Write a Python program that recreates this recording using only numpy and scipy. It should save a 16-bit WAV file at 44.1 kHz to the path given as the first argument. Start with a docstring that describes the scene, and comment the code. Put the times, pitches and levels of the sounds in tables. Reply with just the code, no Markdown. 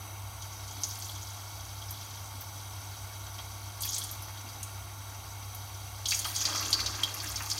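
"""A kitchen, close over an enamelled pan on a gas ring: potato chips go one by one into hot oil, in mono.
Water on each wet chip flashes to steam, heard as swarms of tiny bubbles: clicks ringing in narrow bands.
Bigger drops pop and rattle round the pan, large bubbles plop and the oil gulps: shaped bursts of noise.
The burner hisses steadily underneath as noise through resonances; an appliance hums on two sines and a drone."""
import sys
import numpy as np
from scipy import signal
from scipy.fft import rfft, irfft, next_fast_len
from scipy.io import wavfile
from scipy.ndimage import uniform_filter1d

SR = 44100
rng = np.random.default_rng(int(sys.argv[2]) if len(sys.argv) > 2 else 0)


def dump_mix(stems):
    """Bounce the given channels to the path in sys.argv[1] as a 16-bit WAV at rate SR."""
    frames = np.atleast_2d(stems).T  # one column per channel
    limited = np.clip(frames, -1, 1)  # hard clip at full scale
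    pcm = np.round(limited * 32767).astype(np.int16)
    wavfile.write(sys.argv[1], SR, pcm)


N = 334719
TIME = np.arange(N) / SR

# resonances of the gas jet, burner and the gap under the pan: f/Hz, half width/Hz, relative level/dB
BURNER_RESONANCES = [(190, 50, -34), (274, 310, -10), (721, 102, -1.5), (891, 86, 1), (1115, 59, 0),
                     (1396, 116, -3), (1853, 30, -13.5), (2197, 120, -6), (2730, 580, -17.5),
                     (3200, 186, -8), (3850, 184, -6.5), (4590, 216, -8), (5500, 620, -13),
                     (5997, 110, 0.6), (6590, 270, -10.5), (8050, 137, -6), (8980, 400, -15),
                     (10700, 1380, -12.5), (11550, 200, -14), (12750, 410, -16.5), (13840, 1030, -12.5),
                     (15630, 270, -42)]
# mains hum: f/Hz, rms level/dB
MAINS_HUM = [(100, -45.5), (200, -73.5)]
# low drone of the room: f/Hz, half width/Hz, relative level/dB
DRONE_RESONANCES = [(45, 9, -21), (57, 4, -15), (65.5, 3, 0), (75, 10, -14), (92, 7, -4.5), (124, 20, -16)]
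# sizzle of the chips already in the pan: t/s, level/dB
SIMMER_LEVEL = [(0, -85), (0.5, -56), (0.8, -51), (1.3, -51.5), (1.75, -54.5), (2.05, -50), (2.35, -54),
                (4.2, -54.5), (4.9, -59), (6.0, -53), (6.9, -43.5), (7.59, -47)]
# a wet face of a chip meets the oil (some slide in by stages), levels before any sag:
# t/s, wet time/s, sizzle level/dB, spray level/dB, boil level/dB
CHIP_DIPS = [(0.8, 0.18, -50.5, -47, -69.5), (1.01, 0.077, -45.5, -51.5, -78),
             (3.8, 0.19, -41, -43.5, -55.5), (6.055, 0.12, -39.5, -36, -49.5),
             (6.24, 0.044, -44, -37.5, -54), (6.325, 0.34, -35.5, -44.5, -41.5),
             (7.21, 0.51, -47, -43.5, -59)]
# resonances of the oil-filled pan: f/Hz, half width/Hz, relative level/dB
PAN_RESONANCES = [(3246, 190, -0.5), (3900, 90, -4), (4590, 110, 1), (5100, 420, -9), (5440, 1870, -5.5),
                  (6010, 740, -4), (6580, 260, -2.5), (8940, 910, -26), (9180, 760, -8.5),
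                  (12200, 1200, -12), (12900, 7400, -17.5)]
# colour of the large bubbles: f/Hz, relative level/dB
LARGE_BUBBLE_COLOUR = [(120, -27), (205, -8), (285, 4), (380, -2.5), (500, -6), (620, -3.5), (900, 1.5),
                       (1300, -2), (1850, -1.5), (2450, -0.5), (2900, -1.5), (3900, -36.5)]
# the loudest bursting drops: t/s, level/dB, f/Hz, spread of pitch/octaves
DROP_POPS = [(0.421, -42, 5200, 0.76), (0.5254, -48, 6500, 0.25), (0.6774, -45, 6000, 0.65),
             (0.7094, -45.5, 6760, 0.17), (0.834, -27.5, 6400, 0.31), (0.9088, -41, 6080, 0.23),
             (1.0208, -40.5, 6000, 0.39), (1.8175, -44, 3260, 0.19), (1.9071, -38.5, 12500, 0.22),
             (2.0095, -46.5, 4800, 0.35), (2.409, -42, 14500, 0.15), (3.3863, -43.5, 3080, 0.27),
             (3.8062, -38, 8800, 0.23), (3.8197, -34, 13000, 0.45), (3.8334, -35.5, 4600, 0.52),
             (3.853, -34, 14500, 0.34), (3.8882, -34, 6330, 0.19), (3.93, -37.5, 6900, 0.28),
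             (3.943, -33.5, 7900, 0.15), (3.963, -36, 6290, 0.2), (3.9814, -32.5, 10000, 0.39),
             (4.0367, -37.5, 9700, 0.34), (4.0906, -44, 3840, 0.38), (4.1121, -39, 11900, 0.097),
             (4.2213, -45, 11500, 0.15), (4.372, -46.5, 3800, 0.35), (4.4883, -46.5, 4590, 0.19),
             (4.6287, -36.5, 9150, 0.29), (5.5465, -43, 12600, 0.27), (6.0554, -29.5, 3770, 0.53),
             (6.0845, -28.5, 6600, 0.38), (6.107, -27.5, 4600, 0.35), (6.1179, -28.5, 4570, 0.52),
             (6.1435, -29.5, 6700, 0.24), (6.1904, -30.5, 8700, 0.38), (6.2441, -32.5, 3260, 0.52),
             (6.3588, -31, 7350, 0.39), (6.4154, -32.5, 5030, 0.36), (6.452, -24.5, 4400, 0.38),
             (6.557, -31.5, 5400, 0.23), (6.607, -41, 11900, 0.12), (6.7032, -37, 9790, 0.29),
             (6.7275, -21, 4430, 0.17), (6.801, -29.5, 4320, 0.14), (6.86, -28, 4480, 0.39),
             (6.9486, -38.5, 4200, 0.31), (7.032, -23.5, 3260, 0.21), (7.1417, -38.5, 11700, 0.17),
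             (7.2007, -35, 4570, 0.16), (7.358, -32.5, 5160, 0.42), (7.4993, -32, 6850, 0.71),
             (7.5123, -28, 4800, 0.22), (7.5784, -34, 4660, 0.47)]
# soft low gulps of the moving oil: t/s, level/dB, f/Hz, spread of pitch/octaves
OIL_GULPS = [(0.744, -53, 312, 0.37), (2.329, -57, 240, 0.28), (4.426, -54.5, 247, 0.2),
             (6.794, -53, 332, 0.23)]
# large bubbles breaking the surface: t/s, level/dB, f/Hz, spread of pitch/octaves
BUBBLE_PLOPS = [(3.389, -48, 870, 0.74), (3.848, -46, 2250, 0.44), (4.282, -50, 1500, 0.67),
                (6.119, -31.5, 2500, 0.42), (6.251, -37, 1150, 0.51), (6.486, -40, 1010, 0.77),
                (6.545, -42.5, 1280, 0.6), (6.791, -39, 2280, 0.76), (7.237, -43, 1820, 0.21),
                (7.404, -38, 1200, 0.77)]

BURNER_DB, DRONE_DB = -47, -50.7
SIMMER_SPRAY_DB = -10  # relative to the simmering sizzle
RESTING_BOIL_DB = -58.5
# small bubbles per second at a reference sizzle level; exponent by which their rate follows the sizzle gain
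BUBBLES_PER_S, BUBBLES_AT_DB, RATE_FOLLOWS = 1000, -43.5, 0.15
CRACKLES_PER_S, CRACKLE_DB = 150, -8.5  # stray small pops; level relative to the sizzle
POP_T60_S, PLOP_T60_S, GULP_T60_S = 0.077, 0.082, 0.24
KITCHEN_T60_S, KITCHEN_DB = 0.43, -9.5  # echo level relative to the pan
CUTOFF_HZ = 15850


def from_db(db):
    """Decibels to gain."""
    return 10 ** (np.asarray(db) / 20)


def rms_one(x):
    """Scale to unit rms."""
    return x / np.sqrt(np.mean(x ** 2) + 1e-20)


def drift(rate):
    """Random wander: straight lines between unit-spread chance values, `rate` of them a second."""
    knots = rng.standard_normal(4096)
    return np.interp(TIME * rate, np.arange(len(knots)), knots)


def resonances(modes, hz):
    """Gain at each frequency of a set of resonances whose powers add."""
    power = 0
    for centre, half_width, db in modes:
        gain = from_db(db) / (1 + ((hz - centre) / half_width) ** 2)
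        power = power + gain ** 2
    return np.sqrt(power)


def response(gain_at, size=2048):
    """Causal (minimum-phase) impulse response of a gain curve, with unit energy."""
    gain = gain_at(np.maximum(np.fft.rfftfreq(size, 1 / SR), 1))
    cepstrum = irfft(np.log(gain / gain.max() + 1e-5))
    # folding the cepstrum forward puts all the sound after the strike
    cepstrum[1:size // 2] *= 2
    cepstrum[size // 2 + 1:] = 0
    h = irfft(np.exp(rfft(cepstrum)))
    return h / np.linalg.norm(h)


def through(x, h):
    """Pass a sound through an impulse response."""
    return signal.oaconvolve(x, h)[:len(x)]


def reflections(t60, size=16384):
    """Dense echoes dying away by 60 dB in t60 seconds, with unit energy."""
    decay_db = -60 * np.arange(size) / SR / max(t60, .005)
    h = rng.standard_normal(size) * from_db(decay_db)
    return h / np.linalg.norm(h)


def steady_noise(modes):
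    """Turbulence heard through fixed resonances; rms 1."""
    size = next_fast_len(N)
    gain = resonances(modes, np.fft.rfftfreq(size, 1 / SR))
    spectrum = rfft(rng.standard_normal(size)) * gain
    return rms_one(irfft(spectrum, size)[:N])


def burner():
    """The gas flame rushes as resonant turbulence with a slight flutter in level."""
    return from_db(BURNER_DB + 0.36 * drift(9)) * steady_noise(BURNER_RESONANCES)


def appliance():
    """Mains hum as steady sines, over a low drone of narrow-band noise."""
    hum = np.zeros(N)
    for hz, db in MAINS_HUM:
        sine = np.sin(2 * np.pi * (hz * TIME + rng.random()))
        hum += np.sqrt(2) * from_db(db) * sine  # root two turns rms into peak
    return hum + from_db(DRONE_DB) * steady_noise(DRONE_RESONANCES)


def pan_colour(hz):
    """Gain of the pan's resonances at each frequency."""
    return resonances(PAN_RESONANCES, hz)


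def surface_colour(hz):
    """Small bubbles at the surface ring the pan only lightly, so its peaks are flattened."""
    return pan_colour(hz) ** 0.75


def boil_colour(hz):
    """Gain of the large bubbles at each frequency, joined smoothly in pitch."""
    f, db = np.transpose(LARGE_BUBBLE_COLOUR)
    return from_db(np.interp(np.log(hz), np.log(f), db))


def bell(hz, pitch, octaves):
    """The band in which a bubble of a given pitch sounds; at half gain it is `octaves` off centre."""
    return 1 / (1 + (np.log2(hz / pitch) / octaves) ** 2)


def bursts(per_s, spread_db):
    """Clicks of either sign at random moments: many small, a few large."""
    sizes = from_db(spread_db * np.minimum(rng.exponential(1, N), 4))
    happens = rng.random(N) < per_s / SR
    return happens * sizes * rng.choice([-1, 1], N)


def bubbles(colour, low_hz, high_hz, per_s, spread_db, octaves, t60, echo_db, count=14):
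    """A swarm of bursting bubbles of many pitches, each echoing between the pan walls; rms 1."""
    clicks = bursts(per_s, spread_db) / np.sqrt(per_s)  # a faster rate adds no power
    dealt = rng.integers(0, count, N)  # which pitch each click gets
    out = np.zeros(N)
    for k, pitch in enumerate(np.geomspace(low_hz, high_hz, count)):
        gain_at = lambda hz: colour(hz) * bell(hz, pitch, octaves)
        strength = np.linalg.norm(gain_at(np.arange(1, SR // 2, 20)))
        walls = from_db(echo_db) * reflections(t60, size=4096)
        walls[0] += 1  # the direct sound
        ring = through(walls, response(gain_at))
        out += strength * through(clicks * (dealt == k), ring)
    return rms_one(out)


def flash(column, delay_s, attack_s, sag_db_per_s, release_db_per_s):
    """Gain of one bubble size: swells at each dip, sags while the chip is wet, then dies away; powers add."""
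    power = np.zeros(N)
    for s, wet, *levels_db in CHIP_DIPS:
        age = np.maximum(TIME - s - delay_s, 0)
        swell = np.minimum(age / attack_s, 1)
        fall_db = sag_db_per_s * np.minimum(age, wet) + release_db_per_s * np.maximum(age - wet, 0)
        power += (swell * from_db(levels_db[column] - fall_db)) ** 2
    return np.sqrt(power)


def frying():
    """Three sizes of steam bubble flare over the simmer; harder frying brings small ones faster, with crackles."""
    simmer_db = np.interp(TIME, *np.transpose(SIMMER_LEVEL))
    sizzle_flash = flash(0, delay_s=0.005, attack_s=0.035, sag_db_per_s=7, release_db_per_s=70)
    spray_flash = flash(1, delay_s=0.005, attack_s=0.025, sag_db_per_s=22, release_db_per_s=95)
    boil_flash = flash(2, delay_s=0.06, attack_s=0.08, sag_db_per_s=7, release_db_per_s=9)
    sizzle_gain = np.hypot(sizzle_flash, from_db(simmer_db))
    spray_gain = np.hypot(spray_flash, from_db(simmer_db + SIMMER_SPRAY_DB))
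    boil_gain = np.hypot(boil_flash, from_db(RESTING_BOIL_DB))

    per_s = BUBBLES_PER_S * (sizzle_gain / from_db(BUBBLES_AT_DB)) ** RATE_FOLLOWS
    sizzle = bubbles(surface_colour, 3150, 6800, per_s, spread_db=4.6, octaves=0.21, t60=0.062, echo_db=7)
    spray = bubbles(surface_colour, 7380, 17000, per_s, spread_db=5.3, octaves=0.18, t60=0.039, echo_db=2)
    boil = bubbles(boil_colour, 204.6, 2500, 1400, spread_db=3.0, octaves=0.26, t60=0.076, echo_db=4)
    crackle = bubbles(surface_colour, 3230, 13600, CRACKLES_PER_S, spread_db=1.0, octaves=0.063,
                      t60=0.083, echo_db=10, count=10)
    fine = sizzle_gain * (sizzle + from_db(CRACKLE_DB) * crackle)
    return fine + spray_gain * spray + boil_gain * boil


def pops(rows, colour, t60, crack_db, crack_t60, splash_db, swell_cycles, size=8192):
    """Each burst has its own pitch, a brief crack and a faint broad splash, then rattles round the pan."""
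    out = np.zeros(N + size)
    colour_peak = colour(np.geomspace(200, 16000, 200)).max()
    for s, level_db, pitch, octaves in rows:
        burst = from_db(crack_db) * reflections(crack_t60, size=size) + reflections(t60, size=size)
        burst *= 1 - np.exp(-TIME[:size] * pitch / swell_cycles)  # larger bubbles take longer to open
        splash = from_db(splash_db) * colour(pitch) / colour_peak
        pop = through(burst, response(lambda hz: colour(hz) * (bell(hz, pitch, octaves) + splash)))
        # the level is the rms of the loudest 10 ms
        loudest_rms = np.sqrt(uniform_filter1d(pop ** 2, SR // 100, mode="constant").max())
        at = int(s * SR)
        out[at:at + size] += from_db(level_db) * pop / loudest_rms
    return out[:N]


def drop_pops():
    """Bigger water drops burst into steam and ring the pan."""
    return pops(DROP_POPS, pan_colour, t60=POP_T60_S, crack_db=-7.5, crack_t60=0.02,
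                splash_db=-13, swell_cycles=5.7)


def oil_gulps():
    """Moving oil gulps softly: low, slow-opening bursts with long tails."""
    return pops(OIL_GULPS, boil_colour, t60=GULP_T60_S, crack_db=-20, crack_t60=0.05,
                splash_db=-39, swell_cycles=3.6)


def bubble_plops():
    """Large bubbles break the surface with a short crack and a lower ring."""
    return pops(BUBBLE_PLOPS, boil_colour, t60=PLOP_T60_S, crack_db=-4, crack_t60=0.012,
                splash_db=-20, swell_cycles=2.0)


def scene():
    """The pan with a little kitchen echo, over burner and hum; the same in both channels."""
    pan = frying() + drop_pops() + oil_gulps() + bubble_plops()
    kitchen = from_db(KITCHEN_DB) * through(pan, reflections(KITCHEN_T60_S))
    return np.tile(pan + kitchen + burner() + appliance(), (2, 1))


def record(dry):
    """The top is cut steeply by a low-pass filter."""
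    low_pass = signal.ellip(12, .1, 80, CUTOFF_HZ, fs=SR, output="sos")
    return signal.sosfilt(low_pass, dry)


dry = scene()
out = record(dry)
dump_mix(out)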